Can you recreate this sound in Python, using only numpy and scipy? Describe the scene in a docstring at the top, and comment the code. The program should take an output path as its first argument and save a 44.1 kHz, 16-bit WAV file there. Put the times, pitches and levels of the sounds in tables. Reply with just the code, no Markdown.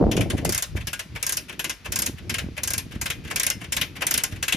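"""A hand-held two-port microphone beside a loaded chain hoist and a silent tractor in a farm building.
Wind opens with heavy thumps, then stays as lighter rumble and buffets; faint still air lies underneath.
From 0.1 s the hoist is worked to and fro, a return first: the pawl clanks over three or four teeth on returns
and ticks brightly over five or six on pulls. Each drop is a burst of shaped noise plus ringing housing modes.
The chain clinks softly as the stroke turns, with one dull knock at 4.02 s, and jostles during pulls."""
import sys
import numpy as np
from scipy import signal
from scipy.fft import rfft, irfft, next_fast_len
from scipy.io import wavfile

SR = 44100
rng = np.random.default_rng(int(sys.argv[2]) if len(sys.argv) > 2 else 0)


def put_to_file(sound):
    """Save the sound as 16-bit audio at rate SR, in the file named by the first command-line argument."""
    columns = np.atleast_2d(sound).T  # one column per channel
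    safe = np.clip(columns, -1, 1)
    whole_steps = np.round(safe * 32767)
    wavfile.write(sys.argv[1], SR, whole_steps.astype(np.int16))


N = 201316

# Wind on the microphone. Each row: time in [s], relative deep rumble in [dB], relative flutter in [dB].
WIND_LEVELS = [(0.0, -35.5, -18.5), (0.06, -15, -21), (0.1, -25, -23), (0.39, -29.5, -32), (0.41, -34, -32),
               (0.51, -22, -29), (0.63, -48.5, -65), (0.74, -28, -44), (1.05, -52.5, -55.5),
               (1.14, -31.5, -42.5), (1.18, -44, -52.5), (1.71, -55, -42.5), (1.78, -60, -66),
               (1.89, -34, -43.5), (2.03, -45.5, -39), (2.11, -34.5, -42.5), (2.17, -43, -53),
               (2.26, -33.5, -37), (2.41, -35.5, -42.5), (2.45, -30.5, -38.5), (2.54, -40.5, -48),
               (2.83, -37, -43), (4.28, -42.5, -44.5), (4.33, -36, -42), (4.52, -45, -55), (4.56, -23, -27)]
# Spectrum of the wind eddies. Each row: frequency in [Hz], relative density in [dB per Hz].
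WIND_SPECTRUM = [(13, -38), (22, -49), (43, -6.5), (65, -1), (200, -7.5), (227, -8), (294, -7),
                 (371, -10.5), (411, -21), (480, -13), (620, -60), (1060, -120)]
# Thumps on the microphone, and at 4.02 s the dull knock of a seating link.
# Each row: start in [s], relative level in [dB], pitch in [Hz].
THUMPS = [(.011, -12.5, 326), (0.027, -12.5, 474), (0.04, -14, 604), (.047, -16.5, 61), (0.067, -14, 370),
          (0.094, -17, 363), (.177, -12.5, 360), (0.452, -15.5, 670), (.492, -19.5, 315), (.754, -25, 324),
          (2.096, -25.5, 293), (2.442, -24.5, 199), (2.487, -27.5, 285), (2.961, -25, 198),
          (3.815, -28.5, 170), (4.02, -30.5, 500), (4.325, -25.5, 91), (4.546, -23.5, 231)]
# Still air of the building. Each row: frequency in [Hz], relative density in [dB per Hz].
AIR_SPECTRUM = [(30, -4.5), (60, 2.5), (120, -15), (300, -22), (700, -22.5), (2000, -17.5), (5000, -23),
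                (9000, -34), (15000, -41)]
# The two microphone ports. Each row: frequency in [Hz], left over right in [dB], likeness [0-1],
# phase by which left leads in [rad].
MIC_PORTS = [(400, 2, .7, 0), (1200, 1.5, .69, -.1), (1900, 3.2, .45, -.4), (2600, 6, .75, .6),
             (3400, 3.1, .44, -.6), (5100, 1.8, .47, .4), (6600, 2.3, .8, -1.2), (8200, 0, .98, -3.2),
             (10200, 0, .85, -5.2), (11500, 0, .98, -6.3), (13000, 0, .82, -7.6), (14800, 0, .98, -9.4)]
# Spectrum of the struck steel. Each row: frequency in [Hz], relative density in [dB per Hz].
STEEL_SPECTRUM = [(250, -14), (600, -9), (850, -13), (1050, -10.5), (1200, -12.5), (1650, -5), (2100, -3.5),
                  (2800, -4), (4300, -6.5), (5400, -1), (7200, 0.5), (8800, 2), (10600, -3), (12000, -4),
                  (15600, -6.5)]
# How the steel ring dies. Each row: frequency in [Hz], 60 dB decay in [s] before scaling for pawl or chain.
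STEEL_DECAY = [(500, 0.089), (1200, 0.1), (2500, 0.12), (5500, 0.13), (11000, 0.066)]
# The heavy parts swell after the tick. Each row: frequency in [Hz], build-up in [s].
STEEL_BUILD_UP = [(500, 0.0092), (2300, 0.0034), (5000, 0.0022), (11000, 0.0008)]
# A harder drop of the pawl favours the middle modes. Each row: frequency in [Hz],
# extra level in [dB per dB of force], weighted anew for each kind of blow.
FORCE_COLOUR = [(1000, -0.87), (1600, 0), (2600, 0.2), (3800, 1.7), (5300, -0.56), (12000, -0.5)]
# Modes of the hoist housing. Each row: frequency in [Hz], relative level in [dB], 60 dB decay in [s].
HOUSING_MODES = [(1051, -16, 0.15), (1455, -11, 0.12), (1621, -9, 0.15), (2080, -10, 0.18),
                 (2455, -18.5, 0.3), (2550, -21, 0.23), (2844, -9.5, 0.13), (3370, -11, 0.076),
                 (3876, -14, 0.077), (5280, -15.5, 0.2), (7100, -1.5, 0.02), (9470, -11.5, 0.045),
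                 (11360, -11, 0.11), (11800, -20.5, 0.1)]
# Returns of the handle. Each row: first click in [s], last click in [s], teeth [count],
# lag at mid-stroke [share of the stroke], relative ring in [dB], relative tick in [dB],
# growth of the ring over the stroke in [dB], centre of the strongest ring's pitch in [Hz].
RETURN_STROKES = [(0.1136, 0.3006, 4, -.128, -22.5, -30, -0.5, 2955),
                  (0.8707, 0.9926, 3, -0.009, -24, -29, -2, 1700),
                  (1.593, 1.6955, 3, -.025, -23, -28, 0.5, 2604),
                  (2.2948, 2.383, 3, 0.022, -21.5, -28.5, 2, 2163),
                  (3.0127, 3.101, 3, .003, -22.5, -27.5, 4, 2120),
                  (3.721, 3.8126, 3, -0.011, -20, -25, 4.5, 2884),
                  (4.426, 4.5228, 3, 0.058, -18, -25, 5.5, 2624)]
# Chain links seating as the stroke turns. Each row: time in [s], relative ring in [dB].
SEATING_LINKS = [(0.376, -24.5), (0.7658, -22.5), (0.808, -29.5), (1.1584, -22), (1.4918, -24.5),
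                 (1.5235, -30), (1.8542, -22), (2.182, -34.5), (2.575, -20), (2.9185, -28.5), (2.95, -33),
                 (3.2466, -30.5), (3.275, -28.5), (3.3093, -16), (3.613, -28.5), (3.64, -27), (3.9618, -25),
                 (4.0173, -12), (4.3206, -30), (4.3594, -32.5)]
# Pulls of the handle. Each row: first click in [s], last click in [s], teeth [count],
# lag at mid-stroke [share of the stroke], slowing at both ends [share], relative ring in [dB].
PULL_STROKES = [(0.4483, 0.623, 6, -.008, 0.058, -26.5), (1.2272, 1.3693, 5, -0.042, 0.046, -26.5),
                (1.9203, 2.0613, 5, -0.018, 0.03, -26.5), (2.6337, 2.7788, 5, -0.016, 0.042, -27),
                (3.3593, 3.5015, 5, .012, 0.0102, -23), (4.0674, 4.2363, 5, -0.075, 0.052, -22.5)]

TIME = np.arange(N) / SR
SIZE = next_fast_len(N)
FREQS = np.maximum(np.fft.rfftfreq(SIZE, 1 / SR), 1)

AIR_DB = -50
CUTOFF_HZ = 15900
RETURN_SLOWING, RETURN_CRACK_OVER_TICK_DB = 0.066, 1
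# Pawl levels here are relative: strikes() adds its own offsets.
PULL_TICK_DB, PULL_CRACK_OVER_RING_DB, PULL_RING_HZ = -25.5, 10, 2110
PULL_TICK_GROWTH = 0.24  # extra dB of tick per dB that a pull rings above the softest one
TOOTH_SPREAD_DB = 0.6  # no two teeth of a pull tick quite alike
CHATTER_S = 0.0039  # how long the pawl bounces
RING_SCATTER = 0.011  # spread of the strongest ring's pitch, as a share
LINK_TICK_DB, LINK_CHATTER_S = -16, 0.0055  # tick relative to the ring; how long a link rattles
# The chain runs a little longer than a pull's clicks, and softer than the pull by RUN_DB.
RUN_LEAD_S, RUN_TAIL_S, RUN_DB, RUN_SPREAD_DB = 0.037, 0.012, -15, 3.5


def from_db(db):
    """Decibels to gain."""
    return 10 ** (np.asarray(db) / 20)


def at_hz(points, hz, axis=1):
    """One column of a table, read on a log-frequency axis."""
    points = np.array(points)
    return np.interp(np.log(hz), np.log(points[:, 0]), points[:, axis])


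def rms_one(x):
    """Scale to unit level."""
    return x / np.sqrt(np.mean(x ** 2) + 1e-20)


def butter(x, hz, kind, order=2):
    """Causal low- or high-pass."""
    return signal.sosfilt(signal.butter(order, hz, kind, fs=SR, output="sos"), x)


def to_wave(spectrum):
    """Stereo spectrum to a wave of the scene's length."""
    return irfft(spectrum, SIZE)[:, :N]


def port_noise(level_db):
    """Spectrum of a unit-level noise as the two ports hear it: partly alike, right leading in the high treble."""
    first, second = rfft(rng.standard_normal((2, SIZE)))
    tilt_db, alike, phase = (at_hz(MIC_PORTS, FREQS, axis=k) for k in range(1, 4))
    alike = np.clip(alike, 0, 1)
    right = alike * first + np.sqrt(1 - alike ** 2) * second
    right = right * np.exp(-1j * phase)
    gains = rms_one(from_db(level_db + np.array([tilt_db, -tilt_db]) / 2))
    return gains * np.array([first, right])


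def place(seconds, weights):
    """Impulses of the given weights at the given times."""
    at = np.clip(seconds * SR, 0, N - 1).astype(int)
    return np.bincount(at.ravel(), weights.ravel(), N)


def ring(clicks, hz, t60):
    """A unit click sets a decaying sine of starting height 1 ringing."""
    radius = from_db(-60 / (t60 * SR))
    angle = 2 * np.pi * hz / SR
    return signal.lfilter([0, np.sin(angle)], [1, -2 * radius * np.cos(angle), radius ** 2], clicks + 1e-18)


def fade(power, t60):
    """Energy put in dies away by 60 dB in t60."""
    return signal.lfilter([1], [1, -from_db(-60 / (t60 * SR)) ** 2], power + 1e-18)


def swell(power, seconds):
    """Energy takes a moment to spread through the metal."""
    keep = np.exp(-1 / (seconds * SR))
    return signal.lfilter([1 - keep], [1, -keep], power)


def wind(rumble_db, flutter_db, rush_db, side_db, flutter_hz, rush_hz, rush_growth, lumps_db, lumps_hz):
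    """Eddies rumble in lumps on both ports nearly alike; the middle range grows faster with the gusts."""
    s, deep, flutter = np.transpose(WIND_LEVELS)
    deep, flutter = np.interp(TIME, s, deep), np.interp(TIME, s, flutter)
    noise = rfft(rng.standard_normal((2, SIZE)))
    mid, side = to_wave(noise * from_db(at_hz(WIND_SPECTRUM, FREQS)))
    lumps = from_db(lumps_db * rms_one(butter(rng.standard_normal(N), lumps_hz, "low")))
    eddies = (mid + from_db(side_db) * side * [[1], [-1]]) * lumps
    low = rms_one(butter(eddies, 156, "low", order=4))
    high = butter(eddies, 176, "high", order=4)
    high = rms_one(butter(high, flutter_hz, "low", order=4))
    rush = to_wave(port_noise(np.zeros(len(FREQS)))) * lumps
    rush = butter(rush, 325, "high")
    rush = rms_one(butter(rush, rush_hz, "low", order=5))
    gust = flutter + rush_growth * (flutter - flutter.max())
    return low * from_db(deep + rumble_db) + high * from_db(flutter + flutter_db) + rush * from_db(gust + rush_db)


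def still_air():
    """The building's air is a faint steady noise, shaped by its spectrum."""
    return from_db(AIR_DB) * to_wave(port_noise(at_hz(AIR_SPECTRUM, FREQS)))


def thumps(level_db, cycles):
    """Each thump, and the one link knock, is a dull swing that dies in a few cycles, alike on both ports."""
    out = np.zeros(N)
    for s, db, hz in THUMPS:
        out = out + ring(place(np.array([s]), from_db([db])), hz, cycles / hz)
    return from_db(level_db) * butter(out, 1670, "low", order=4)


def tooth_times(first, last, teeth, lag, slowing):
    """The teeth pass evenly but for the hand, slow at both ends of a stroke and early or late between."""
    way = np.linspace(0, 1, int(round(teeth)))
    return first + (last - first) * (way + lag * np.sin(np.pi * way) + slowing * np.sin(2 * np.pi * way))


def pawl_drops():
    """One drop per tooth: (s, crack dB, ring dB, tick dB, chatter s, strongest ring Hz), levels relative."""
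    drops = []
    for first, last, teeth, lag, ring_db, tick_db, growth_db, hz in RETURN_STROKES:
        crack_db = tick_db + RETURN_CRACK_OVER_TICK_DB
        for s in tooth_times(first, last, teeth, lag, RETURN_SLOWING):
            grown_db = growth_db * ((s - first) / (last - first) - 0.5)
            drops.append((s, crack_db, ring_db + grown_db, tick_db, CHATTER_S, hz))
    softest_db = min(row[-1] for row in PULL_STROKES)
    for first, last, teeth, lag, slowing, ring_db in PULL_STROKES:
        crack_db = ring_db + PULL_CRACK_OVER_RING_DB
        stroke_tick_db = PULL_TICK_DB + PULL_TICK_GROWTH * (ring_db - softest_db)
        for s in tooth_times(first, last, teeth, lag, slowing):
            tick_db = stroke_tick_db + TOOTH_SPREAD_DB * rng.standard_normal()
            drops.append((s, crack_db, ring_db, tick_db, CHATTER_S, PULL_RING_HZ))
    return np.array(drops)


def steel_bands(ripple_db, count=26):
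    """The close modes of hoist and chain, as noise with narrow ripples split in bands: [(Hz, stereo wave)]."""
    knots = np.arange(0, SR / 2, 90)
    ripple = np.interp(FREQS, knots, rng.standard_normal(len(knots)))
    ripple = ripple_db * ripple * at_hz([(1500, 0.18), (5000, 0.052)], FREQS)  # smoother in the treble
    modes = port_noise(at_hz(STEEL_SPECTRUM, FREQS) + ripple)
    centres = np.geomspace(350, 15000, count)
    position = np.interp(np.log(FREQS), np.log(centres), np.arange(count))
    position = position - np.maximum(np.log2(centres[0] / FREQS), 0)  # lowest band fades out over an octave
    bands = []
    for k, hz in enumerate(centres):
        share = np.cos(np.pi / 2 * np.clip(position - k, -1, 1))
        bands.append((hz, to_wave(modes * share)))
    return bands


def strikes(table, bands, ring_db, tick_db, favour, colour_db, ring_length, room_db, room_t60, count=6):
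    """Each blow is a chatter of contacts: any crack, a short ring coloured anew each time, the room's tail."""
    s, peak, ring_level, tick_level, chatter = np.transpose(table)[:5]
    steps = np.arange(count) + rng.random((len(s), count))
    contacts = s[:, None] + chatter[:, None] * (steps - steps[:, :1]) / count
    shares = rng.exponential(1, (len(s), count)) * np.exp(-np.arange(count) / 5)  # later contacts tend softer
    shares /= shares.sum(axis=1, keepdims=True)
    colours = colour_db * rng.standard_normal((len(s), len(bands)))
    force_db = ring_level - ring_level.mean()
    out = np.zeros((2, N))
    for (hz, wave), colour in zip(bands, colours.T):
        treble = at_hz([(2900, 0.022), (5500, 1)], hz)  # share governed by the tick rather than the ring
        favoured = favour * at_hz(FORCE_COLOUR, hz) * force_db
        body_level = ring_level + ring_db + favoured
        level = (1 - treble) * body_level + treble * (tick_level + tick_db) + colour
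        energy = swell(place(contacts, shares * from_db(level)[:, None] ** 2), at_hz(STEEL_BUILD_UP, hz))
        crack = treble * place(contacts, shares * from_db(peak + colour)[:, None] ** 2)
        power = fade(energy, ring_length * at_hz(STEEL_DECAY, hz)) + fade(crack, 0.015)
        scattered = swell(energy, 0.0057)  # the walls answer a little later, and keep the lows longer
        room = from_db(room_db) ** 2 * fade(scattered, room_t60 * (hz / 3000) ** -0.13)
        out += wave * np.sqrt(power + room)
    return out


def housing(drops, level_db, vary_db, strongest_db, strongest_t60, hardness, left_db):
    """Every pawl drop rings the housing's modes anew; one stands out, the more so the harder the drop."""
    s, _, ring_level, _, _, strongest = drops.T
    strongest = strongest * (1 + RING_SCATTER * rng.standard_normal(len(s)))
    strengths = vary_db * rng.standard_normal((len(s), len(HOUSING_MODES)))
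    force_db = ring_level - ring_level.mean()
    out = np.zeros(N)
    for (hz, db, t60), extra in zip(HOUSING_MODES, strengths.T):
        height_db = ring_level + level_db + db + extra + at_hz(FORCE_COLOUR, hz) * force_db
        out = out + ring(place(s + 0.002, from_db(height_db)), hz, t60)  # 2 ms after the drop
    age = TIME[:SR // 4]
    envelope = from_db(-60 * age / strongest_t60) * (1 - np.exp(-age / 0.003))
    pings = np.sin(2 * np.pi * strongest[:, None] * age) * envelope
    heights = from_db(ring_level + strongest_db + hardness * force_db)
    at = (s[:, None] * SR).astype(int) + np.arange(len(age))
    out = out + np.bincount(at.ravel(), (heights[:, None] * pings).ravel(), N)[:N]
    return out * from_db(np.array([[left_db], [-left_db]]) / 2)


def running_links(count=6):
    """While a pull hauls the chain, links jostle at random: (s, relative ring dB)."""
    links = []
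    for first, last, *_, pull_db in PULL_STROKES:
        for _ in range(count):
            s = rng.uniform(first - RUN_LEAD_S, last + RUN_TAIL_S)
            links.append((s, pull_db + RUN_DB + RUN_SPREAD_DB * rng.standard_normal()))
    return links


def chain(bands, lead_s, lead_db):
    """A link grazes its neighbour, then drops into its pocket without a crack; softer ones jostle during pulls."""
    grazes = [(s - lead_s, db + lead_db) for s, db in SEATING_LINKS]
    links = list(SEATING_LINKS) + grazes + running_links()
    blows = [(s, -np.inf, db, db + LINK_TICK_DB, LINK_CHATTER_S) for s, db in links]  # -inf: no crack
    return strikes(blows, bands, ring_db=4.0, tick_db=3.0, favour=-0.2, colour_db=1.5,
                   ring_length=0.6, room_db=-18, room_t60=0.25)


def scene():
    """Wind, still air, thumps, hoist and chain."""
    gusts = wind(rumble_db=-1.0, flutter_db=-2.0, rush_db=-3, side_db=-9.5, flutter_hz=480,
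                 rush_hz=675, rush_growth=0.5, lumps_db=3.0, lumps_hz=28.3)
    dull_blows = thumps(level_db=6.5, cycles=5.9)
    bands = steel_bands(ripple_db=1.0)
    drops = pawl_drops()
    pawl = strikes(drops, bands, ring_db=5.5, tick_db=2.5, favour=0.47, colour_db=2.5,
                   ring_length=0.73, room_db=-15.5, room_t60=0.25)
    body = housing(drops, level_db=-9.5, vary_db=5.5, strongest_db=-3.0, strongest_t60=0.041,
                   hardness=1.0, left_db=5.0)
    links = chain(bands, lead_s=0.0091, lead_db=-9.5)
    return gusts + still_air() + dull_blows + pawl + body + links


def record(dry):
    """The deepest rumble and the top are cut."""
    lean = butter(dry, 36, "high", order=4)
    return signal.sosfilt(signal.ellip(10, 0.2, 80, CUTOFF_HZ, fs=SR, output="sos"), lean)


dry = scene()
out = record(dry)
put_to_file(out)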